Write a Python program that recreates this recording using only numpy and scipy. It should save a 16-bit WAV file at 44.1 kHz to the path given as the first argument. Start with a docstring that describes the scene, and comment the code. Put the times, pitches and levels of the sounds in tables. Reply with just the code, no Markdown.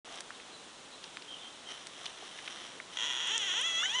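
"""Outdoors, by a hole under a rock: soft hiss, faint scuffing, small ticks and a few far bird notes.
Near 3 s a loud, creaky buzz sets in close by, the way a dry contact sticks and slips. Each slip is an
impulse that rings one small, hard body near 3.3 kHz. The resonances stay put while the pulse rate
climbs, so separate double clicks merge into a rasp and then into a thin, rising whine."""
import sys
import numpy as np
from scipy import signal
from scipy.fft import rfft, irfft, next_fast_len
from scipy.io import wavfile
from scipy.ndimage import map_coordinates

SR = 44100
rng = np.random.default_rng(int(sys.argv[2]) if len(sys.argv) > 2 else 0)


def unload_wav(signal):
    """Save mono or channel-first audio to the path in sys.argv[1] as 16-bit WAV at rate SR, clipped to [-1, 1]."""
    wavfile.write(
        sys.argv[1],
        SR,
        np.round(np.clip(np.atleast_2d(signal).T, -1, 1) * 32767).astype(np.int16),
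    )


N = 176400
TIME = np.arange(N) / SR


def amp(db):
    """Amplitude ratio of a level in decibels."""
    return 10 ** (np.asarray(db) / 20)


def unit(x):
    """Normalisation to unit RMS."""
    return x / np.sqrt(np.mean(x ** 2) + 1e-20)


def along(points, hz):
    """Interpolation of (f/Hz, value) points on a logarithmic frequency axis."""
    f, values = np.transpose(points)
    return np.interp(np.log(hz + 1), np.log(f + 1), values)


def curves(rows):
    """Linear interpolation in time: one curve for each column after t/s."""
    times, *columns = np.transpose(rows)
    return [np.interp(TIME, times, column) for column in columns]


def wobble(knots_per_s):
    """Smooth random modulation: a spline through Gaussian values."""
    knots = rng.standard_normal(int(N * knots_per_s / SR) + 4)
    return map_coordinates(knots, [TIME * knots_per_s])


def arch(start, length):
    """Envelope of one rounded rise and fall: the square root of a half sine."""
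    progress = np.clip((TIME - start) / length, 0, 1)
    return np.sqrt(np.abs(np.sin(np.pi * progress)))


def coloured(x, spectrum, size=8192):
    """Minimum-phase filtering at unit energy; folding the cepstrum makes the response causal."""
    cepstrum = irfft(np.log(amp(along(spectrum, np.fft.rfftfreq(size, 1 / SR)))))
    cepstrum[1:size // 2] *= 2
    cepstrum[size // 2 + 1:] = 0
    response = irfft(np.exp(rfft(cepstrum)))
    return signal.fftconvolve(x, response / np.linalg.norm(response))[:N]


def pulses(times, sizes, order=8):
    """Band-limited impulses: windowed sincs place them between samples."""
    at = times[:, None] * SR
    taps = np.floor(at).astype(int) + np.arange(1 - order, order + 1)
    shape = np.sinc(taps - at) * np.cos(np.pi * (taps - at) / (2 * order)) ** 2
    return np.bincount(np.clip(taps, 0, N).ravel(), (sizes[:, None] * shape).ravel(), N + 1)[:N]


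def reverberation(x, t60):
    """Diffuse field: convolution with exponentially decaying noise of unit energy."""
    t = TIME[:SR // 2]
    tail = rng.standard_normal(len(t)) * amp(-60 * t / t60)
    return signal.fftconvolve(x, tail / np.linalg.norm(tail))[:N]


def grains(spectrum, per_s=2500, spread_db=1.5):
    """Shot noise: dense, independent impacts of dry grains of uneven size."""
    hits = (rng.random(N) < per_s / SR) * rng.standard_normal(N)
    hits *= amp(spread_db * rng.standard_normal(N))
    return unit(coloured(hits, spectrum))


def air():
    """Filtered Gaussian noise: a nearly steady outdoor hiss."""
    # spectrum of the hiss: f/Hz, relative level/dB
    spectrum = [(25, -17.5), (60, -17), (100, -12.5), (170, -6), (300, -2), (500, -2.5), (850, -3),
                (1300, -4), (1700, -6.5), (2300, -8), (3200, -3.5), (4000, -5.5), (4600, -11.5),
                (6000, -10), (8000, -13), (10000, -16), (12000, -53)]
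    level_db = -51.5 + 0.3 * wobble(14)
    return amp(level_db) * unit(coloured(rng.standard_normal(N), spectrum))


def birds(roughness=0.028):
    """Frequency-modulated tones: thin sliding notes, blurred by the reverberation of the woods."""
    # far bird notes: t/s, duration/s, start f/Hz, end f/Hz, direct peak level/dB
    notes = [(.335, 0.031, 4100, 3230, -56), (0.381, 0.029, 2920, 3210, -63),
             (0.516, 0.042, 4100, 4040, -54), (0.905, 0.052, 4120, 3980, -56),
             (1.111, .05, 3060, 3150, -62), (1.274, 0.096, 3190, 2944, -49.5),
             (1.368, 0.064, 3540, 3370, -53), (1.41, 0.076, 3160, 3100, -55),
             (1.659, 0.068, 3100, 3026, -49)]
    direct = np.zeros(N)
    for start, length, start_hz, end_hz, db in notes:
        glide_hz = np.interp(TIME, [start, start + length], [start_hz, end_hz])
        hz = glide_hz * (1 + roughness * wobble(400))
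        direct += amp(db) * arch(start, length) * np.sin(2 * np.pi * np.cumsum(hz) / SR)
    return direct + amp(4) * reverberation(direct, t60=0.24)


def scuffing():
    """Granular friction: bright grit under a slowly changing pressure, and dull shuffles on soil."""
    # envelope of the grit: t/s, level/dB
    scuff = [(.05, -55.5), (.18, -48.5), (.23, -62.5), (.95, -84), (1.04, -53), (1.1, -60), (1.66, -58.5),
             (1.712, -42.5), (1.76, -51), (1.92, -56.5), (2.06, -46.5), (2.14, -53), (2.27, -49.5),
             (2.44, -49), (2.49, -45.5), (2.55, -47.5), (2.67, -48), (2.86, -63.5), (2.96, -44.5)]
    # soft shuffles: t/s, duration/s, greatest level/dB
    shuffles = [(.05, 0.18, -54.5), (0.46, 0.08, -61), (1.025, 0.092, -66.5), (1.28, 0.086, -66.5),
                (1.986, .14, -59), (2.42, 0.26, -65.5)]
    # spectra of grit and soil: f/Hz, relative level/dB
    grit = [(100, -21), (400, -11.5), (900, -7.5), (1200, -3), (1600, -6.5), (2000, -2), (2500, -8.5),
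            (3100, 2.5), (3800, -2.5), (4600, -16.5), (5800, -4.5), (7300, -22), (10000, -15)]
    soil = [(100, -13.5), (400, -8.5), (780, 10), (1000, -17), (1200, 7), (1700, -17), (4000, -34.5)]
    grit_db, = curves(scuff)
    shuffling = sum(amp(db) * arch(start, length) for start, length, db in shuffles)
    return amp(grit_db) * grains(grit) + shuffling * grains(soil)


def ticks(snap=4.8):
    """Band-limited transients: each is the snap of first contact and an exponentially dying crumble."""
    # small ticks: t/s, peak level/dB, centre f/Hz, half-width/octaves, T60/s
    contacts = [(.075, -39.5, 850, 0.77, 0.06), (.124, -37, 3000, 1.4, .02),
                (.157, -29.5, 3300, 2.2, 0.018), (.175, -32, 1500, 1.6, 0.016),
                (0.206, -27, 3670, 1.6, 0.019), (0.3052, -31, 1490, 0.65, .016),
                (0.4, -39, 1710, 0.84, 0.013), (1.041, -31, 2850, 1.07, 0.022),
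                (1.171, -23.5, 1850, 1.02, 0.0062), (1.222, -33.5, 3140, 0.58, 0.013),
                (1.87, -28, 2900, 1.8, 0.015), (2.057, -28, 3430, 0.78, 0.03),
                (2.063, -28.5, 3450, 0.36, .022), (2.225, -40, 467, 0.83, 0.023),
                (2.389, -32.5, 2100, 0.7, 0.024), (2.477, -25, 2470, 0.64, 0.023),
                (2.573, -36, 2680, 1, 0.0094), (2.801, -27.5, 1660, 0.55, 0.0096),
                (3.274, -28.5, 7960, 0.51, 0.0038), (3.3796, -15, 6400, 0.37, 0.0026),
                (3.54, -30.5, 1050, 0.7, 0.012), (3.614, -25.5, 9160, 0.37, 0.0089)]
    out, t = np.zeros(N + SR), TIME[:SR // 20]
    f = np.geomspace(20, SR / 2, 80)
    for start, db, hz, octaves, t60 in contacts:
        band_db = -20 * np.log10(1 + (np.log2(f / hz) / octaves) ** 4)
        push = (rng.standard_normal(len(t)) + snap * (t == 0)) * amp(-60 * t / t60)
        burst = coloured(push, np.column_stack([f, band_db]))
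        out[round(start * SR):][:len(burst)] += amp(db) * burst / np.abs(burst).max()
    return out[:N]


def squeak(roughness=0.031):
    """Random frequency modulation roughens a brief upward glide on top of the buzz."""
    # course of the squeak: t/s, f/Hz, level/dB
    glide = [(3.82, 1080, -53), (3.827, 1205, -38), (3.838, 1776, -33), (3.845, 1840, -38),
             (3.852, 1670, -46), (3.859, 1990, -30), (3.866, 2250, -60)]
    hz, db = curves(glide)
    phase = 2 * np.pi * np.cumsum(hz * (1 + roughness * wobble(830))) / SR
    sounding = (TIME > glide[0][0]) & (TIME < glide[-1][0])
    return sounding * amp(db) * unit(np.sin(phase))


def stick_slip(waver=0.007, flutter_db=1, scatter_db=1.2, friction_db=-13):
    """Relaxation oscillation: slip pulses, paired and uneven when slow, single and regular when fast."""
    # rate of slipping: t/s, f/Hz
    slip_rate = [(2.9705, 30.27), (2.99, 98.1), (3.02, 115.6), (3.065, 153.7), (3.095, 148.2),
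                 (3.12, 119.8), (3.17, 124.5), (3.2, 149), (3.24, 207.9), (3.275, 299.3), (3.3, 385.3),
                 (3.32, 440.2), (3.342, 444), (3.358, 465.9), (3.37, 445), (3.386, 440.2), (3.402, 423.6),
                 (3.423, 409), (3.44, 393.2), (3.47, 394.6), (3.49, 364), (3.52, 360.1), (3.55, 402.8),
                 (3.58, 459), (3.6, 503.7), (3.622, 559), (3.64, 649), (3.675, 684), (3.69, 660),
                 (3.71, 668.5), (3.725, 657), (3.78, 663), (3.815, 692), (3.84, 727), (3.862, 767),
                 (3.882, 772), (3.893, 809.6), (3.912, 840), (3.96, 1012), (4, 1019)]
    # strength of the drive: t/s, level/dB
    force = [(2.97, -36.5), (3.11, -36), (3.17, -38.5), (3.29, -33.5), (3.33, -34), (3.355, -32.5),
             (3.385, -37.5), (3.41, -34.5), (3.465, -35), (3.55, -33), (3.61, -34), (3.65, -34),
             (3.73, -36.5), (3.81, -33), (3.83, -33), (3.865, -31.5), (3.886, -38), (3.905, -36),
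             (3.925, -35.5), (3.95, -33), (4, -30.5)]
    # timing scatter against slip rate: f/Hz, standard deviation/periods
    jitter = [(60, 0.027), (200, .035), (310, 0.028), (390, 0.011), (650, 0.0029), (1000, 0.0055)]
    rate_hz, = curves(slip_rate)
    force_db = curves(force)[0] + flutter_db * wobble(44.8)
    sliding = TIME >= slip_rate[0][0]
    cycles = np.cumsum(sliding * rate_hz * (1 + waver * wobble(170))) / SR
    times = np.interp(np.arange(int(cycles[-1]) + 1), cycles[sliding], TIME[sliding])  # one slip a cycle
    hz = np.interp(times, TIME, rate_hz)
    time_draw, size_draw, lag_draw = rng.standard_normal((len(times), 3)).T
    sizes = amp(np.interp(times, TIME, force_db) + scatter_db * size_draw)
    sizes *= np.sqrt(SR / np.maximum(hz, 99))  # power is independent of rate above 99 Hz
    times += time_draw * along(jitter, hz) / hz
    rebound = 0.7 / (1 + (hz / 290) ** 6)  # the second pulse fades out around 290 Hz
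    rebound_lag_s = 0.00213 + 0.00007 * lag_draw
    sizes /= np.hypot(1, rebound)  # a pair shares the energy of one slip
    slips = pulses(times, sizes) + pulses(times + rebound_lag_s, sizes * rebound)
    friction_noise = sliding * amp(force_db + friction_db) * rng.standard_normal(N)
    return slips + friction_noise


def buzz():
    """Forced resonance: the slips ring a small, hard body, and the hollow adds a short reverberation."""
    # resonances of the body: f/Hz, relative level/dB
    resonances = [(100, -57.5), (400, -26.5), (700, -27.5), (980, -15.5), (1180, -24.5), (1400, -16.5),
                  (1680, -17.5), (1950, -10.5), (2250, -23), (2480, -14.5), (2700, -10), (2950, -4.5),
                  (3120, -6.5), (3260, 0.5), (3420, -2.5), (3620, -14), (3950, -19.5), (4300, -35.5),
                  (4800, -43), (5400, -28), (5800, -12), (6250, -23.5), (6650, -14.5), (7100, -24.5),
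                  (7600, -29.5), (10000, -50.5)]
    body = coloured(stick_slip(), resonances)
    return body + amp(-14) * reverberation(body, t60=0.06)


def scene():
    """Superposition of all sources in one channel."""
    return (buzz() + squeak() + ticks() + birds() + scuffing() + air())[None]


def record(dry, start_s=0.047, top_hz=10150):
    """Gating and ideal low-pass filtering: a moment of silence first, and no treble above the limit."""
    size = next_fast_len(N + SR // 2)
    gated = dry * (TIME > start_s)
    passband = np.fft.rfftfreq(size, 1 / SR) < top_hz
    return irfft(rfft(gated, size) * passband, size)[..., :N]


dry = scene()
out = record(dry)
unload_wav(out)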